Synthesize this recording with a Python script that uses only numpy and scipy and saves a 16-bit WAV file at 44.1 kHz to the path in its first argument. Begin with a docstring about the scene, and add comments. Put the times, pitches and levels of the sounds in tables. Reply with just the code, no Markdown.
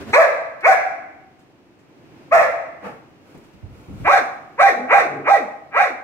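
"""A puppy barks three times in a stone-floored hall, huffs softly, runs in, jumps on a bed and
barks five times close by, with two low grumbles between. Each bark is an arch of pitch with a hoarse
edge: buzzing folds and puffs of air, shaped by throat and mouth, ringing on in bare rooms.
Claws tick, paws thud and fur rustles over faint room air; a hand-held recorder holds the peaks down."""
import sys
import numpy as np
from scipy import signal
from scipy.fft import rfft, irfft, next_fast_len
from scipy.io import wavfile
from scipy.ndimage import uniform_filter1d, minimum_filter1d

SR = 44100
rng = np.random.default_rng(int(sys.argv[2]) if len(sys.argv) > 2 else 0)


def unload_wav(signal):
    """Save mono or channel-first audio to the path in sys.argv[1] as 16-bit WAV at rate SR, clipped to [-1, 1]."""
    wavfile.write(
        sys.argv[1],
        SR,
        np.round(np.clip(np.atleast_2d(signal).T, -1, 1) * 32767).astype(np.int16),
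    )


N = 266044
TIME = np.arange(N) / SR


def from_db(db):
    """Decibels to gain."""
    return 10 ** (np.asarray(db) / 20)


def rms_one(x):
    """Scale to unit rms."""
    return x / np.sqrt(np.mean(x ** 2) + 1e-20)


def evened(x, size=400):
    """Hold the short-term rms at 1."""
    return x / np.sqrt(uniform_filter1d(uniform_filter1d(x ** 2, size), size) + 1e-12)


def at_hz(points, hz):
    """Read a table on a log-frequency axis."""
    f, value = np.transpose(points)
    return np.interp(np.log(np.maximum(hz, 1)), np.log(f), value)


def window(x, centre, half_width):
    """Gaussian window, peak 1."""
    return np.exp(-((x - centre) / half_width) ** 2)


def swells(rows):
    """Gain in time: Gaussian rise to each peak, exponential decay."""
    return sum(from_db(db) * window(np.minimum(TIME, peak_s), peak_s, swell_s)
               * np.exp(-np.maximum(TIME - peak_s, 0) / decay_s)
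               for peak_s, db, swell_s, decay_s in rows)


def butter(x, order, edge_hz, kind="low"):
    """Causal Butterworth filter."""
    return signal.sosfilt(signal.butter(order, edge_hz, kind, fs=SR, output="sos"), x)


def wander(rate_hz):
    """Smooth random motion, unit rms."""
    return rms_one(butter(rng.standard_normal(N), 2, rate_hz))


def ring(x, hz, width_hz):
    """One resonance, peak gain 1."""
    r = np.exp(-np.pi * width_hz / SR)
    feedback = [1, -2 * r * np.cos(2 * np.pi * hz / SR), r * r]
    return signal.lfilter((1 - r * r) / 2 * np.array([1, 0, -1]), feedback, x)


def colour(x, spectrum, size=4096):
    """Minimum-phase filter from (frequency [Hz], gain [dB]) rows."""
    cepstrum = irfft(np.log(from_db(at_hz(spectrum, np.fft.rfftfreq(size, 1 / SR)))))
    cepstrum[1:size // 2] *= 2
    cepstrum[size // 2 + 1:] = 0
    impulse = irfft(np.exp(rfft(cepstrum)))
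    return signal.fftconvolve(np.atleast_2d(x), impulse[None], axes=1)[:, :N]


def diffuse(count):
    """White stereo noise from all sides: alike in the bass, nearly unrelated in the treble."""
    # left-right likeness of reflected sound: (frequency [Hz], correlation [-1..1])
    likeness = [(60, .3), (150, .6), (330, .85), (700, .55), (1300, -.1), (2200, .2), (4000, -.4),
                (8000, -.15), (16000, -.15)]
    size = next_fast_len(count)
    mid, side = rfft(rng.standard_normal((2, size)))
    alike = np.clip(at_hz(likeness, np.fft.rfftfreq(size, 1 / SR)), -.95, .95)
    left_right = np.sqrt(1 + alike) * mid + np.sqrt(1 - alike) * side * [[1], [-1]]
    return irfft(left_right, size)[:, :count] / np.sqrt(2)


def wash(spectrum):
    """Coloured diffuse noise, unit rms."""
    return rms_one(colour(diffuse(N), spectrum))


def room_air():
    """Faint, dark noise of the rooms, drifting in level."""
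    # air loudness: (time [s], level [dB])
    levels = [(0, -51), (1.8, -53), (2.22, -45.5), (2.6, -50.5), (4.5, -49), (6.03, -52)]
    # air spectrum: (frequency [Hz], gain [dB])
    spectrum = [(22, -18), (45, -20), (90, -6.5), (135, -4), (200, -6), (310, -0.5), (450, -9.5),
                (700, -12.5), (1400, -19), (2650, -21.5), (3400, -28), (5600, -32.5), (10000, -43.5),
                (15000, -43.5)]
    time_s, db = np.transpose(levels)
    return from_db(np.interp(TIME, time_s, db, left=-200, right=-200)) * wash(spectrum)


def rumble():
    """Low noise of movement before the first bark."""
    # movements: (peak [s], level [dB], swell [s], decay [s])
    moves = [(.02, -33, 0.036, 0.035), (.11, -33, 0.04, .03)]
    # rumble spectrum: (frequency [Hz], gain [dB])
    spectrum = [(24, -22), (40, -28), (86, -9.5), (196, -13.5), (227, -4.5), (329, -10.5), (392, -8),
                (432, -14.5), (568, -16.5), (728, -18.5), (1350, -22.5), (1460, -21), (15000, -49.5)]
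    return swells(moves) * wash(spectrum)


def vocal_folds(pitch_hz, rough, jitter):
    """The folds buzz; turbulence puffs with each cycle."""
    phase = 2 * np.pi * np.cumsum(pitch_hz * (1 + jitter * rough * wander(260))) / SR
    buzz = sum(np.cos(k * phase) for k in range(1, 15)) * np.sqrt(4 * pitch_hz / SR)
    # rough folds beat strong-weak, adding lines between the harmonics
    buzz *= 1 + 1.1 * rough * wander(30) * np.cos(phase / 2)
    puffs = rng.standard_normal(N) * (1 + 2.63 * np.cos(phase))
    return phase, buzz, puffs


def throat_tone(phase, pitch_hz, source, rasp):
    """A clear fundamental in a hoarse band; a small muzzle radiates it poorly when it is low."""
    # lowest throat resonance: (frequency [Hz], gain [dB])
    resonance = [(120, -21.5), (250, -22.5), (360, -20.5), (460, -4.5), (620, 8), (790, 7), (900, -0.5),
                 (1100, 5.5), (1600, -92), (3000, -140)]
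    # muzzle radiation: (pitch [Hz], gain [dB])
    radiation = [(150, -6), (260, -3), (350, -8), (470, -1), (620, 1)]
    tone = np.cos(phase) * from_db(at_hz(radiation, pitch_hz))
    hoarse = rasp * evened(colour(source, resonance))
    return np.sqrt(2) * (tone + hoarse) / np.sqrt(1 + 2 * rasp ** 2)


def voice(barks, teeth, fade_db_per_s, jitter, throat_rasp, mouth_rasp):
    """Per bark, one arch of lung pressure drives pitch, loudness and the opening of the mouth."""
    # upper resonances of the open mouth: (frequency [Hz], gain [dB])
    mouth_spectrum = [(500, -40), (850, -12), (1020, -4), (1220, 0), (1400, -4), (1660, 0), (1820, -3),
                      (2030, 0), (2420, -3), (2700, -13), (3000, -29), (4000, -41), (8000, -65)]
    rest_hz, release_s, throat_swing_db = 215.6, 0.038, 20
    bite_hz, bite_width_hz, closing_db_per_flank = 2165, 560, 5.5
    rows = np.array(barks)
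    current = np.maximum(np.searchsorted(rows[:, 0], TIME) - 1, 0)
    (start_s, length_s, attack_s, crest_s, rise_s, fall_s, top_hz, roughness,
     throat_db, mouth_db, dip_db, octave_db, bite_db, vowel_db, _, teeth_db) = rows[current].T

    age_s = TIME - start_s
    # flank: -1 low on the rise, 0 at the crest, 1 low on the fall
    flank = (age_s - crest_s) / np.where(age_s < crest_s, rise_s, fall_s)
    arch = np.exp(-np.minimum(flank ** 2, 20))
    at_crest = window(flank, -.1, .55)
    gate = np.clip(age_s / attack_s, 0, 1) ** 2 * np.clip((length_s - age_s) / release_s, 0, 1)
    effort = gate * from_db(-fade_db_per_s * np.maximum(age_s - crest_s, 0))
    pitch_hz = (rest_hz + (top_hz - rest_hz) * arch) * (1 + .035 * wander(35.67))
    # cleaner on the rise and at the crest, hoarser on the fall
    rough = np.clip(roughness * (1 + 0.42 * np.tanh(2 * flank)) * (1 - .35 * at_crest), .03, 1)
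    phase, buzz, puffs = vocal_folds(pitch_hz, rough, jitter)

    throat = throat_tone(phase, pitch_hz, puffs + buzz, throat_rasp * rough)
    throat *= from_db(throat_db - throat_swing_db * (1 - arch))
    mouth = evened(colour(buzz + mouth_rasp * rough * puffs, mouth_spectrum))
    opening = arch ** 0.71 * from_db(-closing_db_per_flank * np.clip(flank, -2, 2) - dip_db * at_crest)
    # rise: the opening mouth bites; the octave rings as it sweeps through a resonance
    bite_band = ring(ring(mouth, bite_hz, bite_width_hz), bite_hz, bite_width_hz)
    bite = from_db(bite_db) * window(flank, -.82, .17) * evened(bite_band)
    octave_gain = from_db(octave_db) * window(flank, -.7, .8) * window(2 * pitch_hz, 1000, 373.5)
    octave = octave_gain * np.sqrt(2) * np.cos(2 * phase)
    # fall: the mouth closes on a vowel
    vowel_band = sum(ring(mouth * (current == k) + 1e-18, vowel_hz, width_hz=120)
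                     for k, (*_, vowel_hz, _) in enumerate(barks))
    vowel = from_db(vowel_db) * window(flank, .48, .45) * evened(vowel_band)
    # air past the teeth builds up behind the voice and outlasts it a little
    flow = butter(effort * arch * from_db(teeth_db) + 1e-18, 1, edge_hz=30)
    hiss = flow * rms_one(colour(puffs + buzz, teeth))
    return effort * (throat + from_db(mouth_db) * opening * mouth + bite + octave + vowel) + hiss


def hall_barks():
    """Three hoarse barks, the last after a pause."""
    # barks: (start [s], length [s], attack [s], crest after [s], rise [s], fall [s], top pitch [Hz],
    # roughness [0..1], throat [dB], mouth [dB], mouth dip at crest [dB], octave [dB], bite [dB],
    # closing vowel [dB], closing vowel [Hz], teeth [dB])
    barks = [ (.128, .14, 0.0065, .068, .070, .072, 634.8, 0.3, -10, -16.5, 7, -17.5, -18.5, -18.5, 1675, -39.5),
             (.612, 0.15, 0.041, 0.077, .043, .085, 777, .28, -11, -18, 5.5, -21, -13.5, -18.5, 1637, -38.5),
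             (2.308, 0.1776, 0.018, .034, .050, .170, 690.2, 0.43, -11, -17.5, 3.5, -15, -15, -26, 1780, -40.5)]
    # air rushing past the teeth: (frequency [Hz], gain [dB])
    teeth = [(1760, -45), (3000, -4), (3920, 0.5), (4030, 2), (4350, -2), (5230, -1.5), (5340, -2.5),
             (5680, 5), (5800, -1), (7380, -4.5), (8580, -9), (9390, -12), (11500, -7.5), (13300, -14),
             (15500, -30)]
    return voice(barks, teeth, fade_db_per_s=53.5, jitter=.05, throat_rasp=1.15, mouth_rasp=1.2)


def room(x, t60s, lead_s, early_db, early_s, late_db, gap_s):
    """Direct sound, left first; a burst of near reflections; a tail dying faster in the treble."""
    count = SR * 5 // 4
    t = TIME[:count]
    hz, frame_s, cells = signal.stft(diffuse(count), SR, nperseg=256)
    cells = cells * from_db(-60 * frame_s / at_hz(t60s, hz)[:, None])
    tail = signal.istft(cells, SR)[1][:, :count]
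    tail *= 1 - window(t, 0, gap_s)
    tail *= np.sqrt(2 * np.log(1000) / (SR * at_hz(t60s, 1000)))   # about unit gain at 1 kHz
    early = diffuse(count) * np.exp(-t / early_s) * (t > .002) * np.sqrt(2 / (SR * early_s))
    reflections = from_db(early_db) * early + from_db(late_db) * tail
    direct = np.array([x[0], np.interp(TIME - lead_s, TIME, x[0])])
    return direct + signal.fftconvolve(x, reflections, axes=1)[:, :N]


def hall(x):
    """The large bare hall, heard through the doorway."""
    # reverberation: (frequency [Hz], t60 [s])
    t60s = [(150, .6), (400, .72), (750, .86), (1400, .84), (2200, .82), (4000, .72), (10000, .58),
            (16000, .42)]
    return room(x, t60s, lead_s=0.00014, early_db=3, early_s=0.0068, late_db=0.5, gap_s=0.0029)


def jaw_snap():
    """The jaws fly open on the first bark: a burst of air through their high resonances."""
    # jaw resonances: (frequency [Hz], gain [dB])
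    modes = [(4050, 9.5), (5850, 4.5), (7550, 0.5), (9200, -7)]
    # burst: (middle [s], level [dB], half length [s])
    burst = (0.144, -33, 0.014)
    middle_s, db, half_s = burst
    air = rng.standard_normal(N)
    ringing = sum(from_db(gain_db) * ring(air, hz, width_hz=330) for hz, gain_db in modes)
    return from_db(db) * window(TIME, middle_s, half_s) * rms_one(ringing)


def claws():
    """Claws tick and pads scuff on stone: short scrapes up to two octaves wide."""
    # touches: (time [s], level [dB], decay [s], lower edge [Hz])
    touches = [(.607, -47, 0.006, 600), (1.39, -62.5, .03, 800), (1.79, -65, .03, 800),
               (3.263, -71, .02, 900), (3.345, -59, .017, 700), (3.376, -56, .003, 7000),
               (3.438, -59, .022, 900), (3.533, -62, .012, 1010)]
    out, t = np.zeros((1, N)), TIME[:SR // 4]
    for time_s, db, decay_s, low_hz in touches:
        band_hz = [low_hz, min(4 * low_hz, SR / 3)]
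        scrape = rms_one(butter(rng.standard_normal(len(t)), 1, band_hz, "band"))
        start = int(time_s * SR)
        out[0, start:start + len(t)] += from_db(db) * np.exp(-t / decay_s) * scrape
    return out


def huff():
    """One soft, unvoiced breath."""
    # breath: (peak [s], level [dB], swell [s], decay [s])
    breath = [(2.865, -30.5, 0.032, 0.072)]
    # breath spectrum: (frequency [Hz], gain [dB])
    spectrum = [(47, -51), (80, -18), (201, -4), (423, -20), (451, -2), (627, -6.5), (890, -4.5),
                (971, -20), (1130, -6.5), (1640, -14.5), (2550, -20), (3310, -33), (15000, -49.5)]
    return swells(breath) * wash(spectrum)


def rustle():
    """Fur and cloth rub as the puppy moves."""
    # rubs: (peak [s], level [dB], swell [s], decay [s])
    rubs = [(3.31, -53.5, .06, 0.22), (3.8, -53.5, 0.085, 0.34), (4.05, -49, 0.1, .08)]
    # rustle spectrum: (frequency [Hz], gain [dB])
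    spectrum = [(290, -13), (500, -0.5), (577, -8.5), (1130, -11), (1450, -8), (1720, -23.5), (2290, -13.5),
                (3430, -22), (15500, -32.5)]
    return swells(rubs) * wash(spectrum)


def paws():
    """Paws land, first on the stone floor, then on the bedding: dull thuds that die quickly."""
    # landings: (time [s], level [dB], upper edge [Hz])
    landings = [(3.345, -41, 423), (3.54, -46.5, 200), (3.628, -33.5, 119), (3.69, -40, 135),
                (3.775, -43.5, 171), (3.883, -32, 231), (3.925, -32.5, 202), (3.999, -28.5, 164)]
    attack_s, decay_s, low_hz = 0.0015, 0.052, 48
    out, t = np.zeros((2, N)), TIME[:SR // 3]
    shape = (1 - np.exp(-t / attack_s)) * np.exp(-t / decay_s)
    for time_s, db, high_hz in landings:
        push = rms_one(butter(diffuse(len(t)), 2, [low_hz, high_hz], "band"))
        start = int(time_s * SR)
        out[:, start:start + len(t)] += from_db(db) * push * shape / shape.max()
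    return out


def bed_barks():
    """Five eager barks in quick succession."""
    # barks: (start [s], length [s], attack [s], crest after [s], rise [s], fall [s], top pitch [Hz],
    # roughness [0..1], throat [dB], mouth [dB], mouth dip at crest [dB], octave [dB], bite [dB],
    # closing vowel [dB], closing vowel [Hz], teeth [dB])
    barks = [ (4.038, 0.213, 0.017, 0.098, 0.059, .052, 802.7, 0.39, -8.5, -14, 1.5, -7.5, -26, -14, 1670, -30.5),
             (4.572, 0.18, 0.03, 0.069, .060, .058, 809, 0.44, -5.5, -14, 0.5, -10.5, -45, -11, 1870, -30),
             (4.868, 0.23, 0.045, 0.089, .049, .070, 769, 0.49, -6.5, -11, 1, -13, -17, -18.5, 1869, -33),
             (5.222, 0.25, 0.055, .100, .049, .060, 798, 0.24, -8, -14.5, 15.5, -13.5, -23, -19, 1913, -35.5),
             (5.700, 0.26, 0.068, .110, 0.062, 0.069, 776.6, 0.35, -12.5, -15, 1, -15, -41, -25.5, 1853, -37.5)]
    # air rushing past the teeth: (frequency [Hz], gain [dB])
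    teeth = [(1760, -46.5), (3000, -28), (3150, -2), (3660, 7.5), (4140, 5), (4590, -2), (5800, 0.5),
             (6430, -0.5), (6890, -5.5), (7850, -6.5), (9390, -15), (10100, -12), (11700, -12.5),
             (14400, -17.5), (15500, -21)]
    return voice(barks, teeth, fade_db_per_s=40, jitter=.035, throat_rasp=1.05, mouth_rasp=.95)


def bedroom(x):
    """The smaller room with close walls."""
    # reverberation: (frequency [Hz], t60 [s])
    t60s = [(150, 0.51), (400, 0.72), (750, 0.7), (1400, 0.68), (2200, 0.61), (4000, 0.55), (10000, 0.6),
            (16000, 0.33)]
    heard = room(x, t60s, lead_s=0.00012, early_db=1.5, early_s=0.019, late_db=-3.5, gap_s=0.0027)
    return from_db(-4.5) * heard


def grumbles():
    """Between quick barks the slack folds keep fluttering, mouth nearly shut."""
    # flutters: (middle [s], half length [s], pitch [Hz], level [dB])
    flutters = [(4.814, 0.062, 254.7, -33), (5.162, 0.083, 142.8, -39.5)]
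    jitter, harmonics_db = 0.066, [-1, 2, 6.5]
    unsteady, out = 1 + jitter * wander(60), 0
    for middle_s, half_s, hz, db in flutters:
        phase = 2 * np.pi * np.cumsum(hz * unsteady) / SR
        tone = sum(from_db(db + gain_db) * np.cos(k * phase) for k, gain_db in enumerate(harmonics_db, 1))
        out = out + window(TIME, middle_s, half_s) * tone
    return np.sqrt(2) * out


def scene():
    """The puppy in two rooms, its movements and the still air."""
    far, near = hall_barks(), bed_barks()
    in_rooms = hall(far + jaw_snap() + claws()) + bedroom(near + grumbles())
    balance_db = [[-.25], [.25]]
    movement = paws() + rustle() + rumble()
    return in_rooms * from_db(balance_db) + movement + huff() + room_air()


def limiter(x, ceiling_db, release_db_per_s):
    """Gain drops when the short-term level passes the ceiling or a peak nears full scale."""
    level_db = 10 * np.log10(np.abs(uniform_filter1d(np.mean(x ** 2, axis=0), size=256)) + 1e-12)
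    peak = -minimum_filter1d(-np.abs(x).max(axis=0), size=256)
    peak_over_db = 20 * np.log10(peak / .95 + 1e-9)
    over_db = np.maximum(np.maximum(level_db - ceiling_db, peak_over_db), 0)
    release_db = release_db_per_s * TIME
    cut_db = np.maximum.accumulate(over_db + release_db) - release_db
    return x * from_db(-uniform_filter1d(cut_db, size=128))


def record(dry):
    """Loud barks are held down; a steep low-pass cuts the top."""
    cutoff_hz = 15650
    held = limiter(dry, ceiling_db=-7, release_db_per_s=250)
    return signal.sosfilt(signal.ellip(10, .1, 80, cutoff_hz, fs=SR, output="sos"), held)


dry = scene()
out = record(dry)
unload_wav(out)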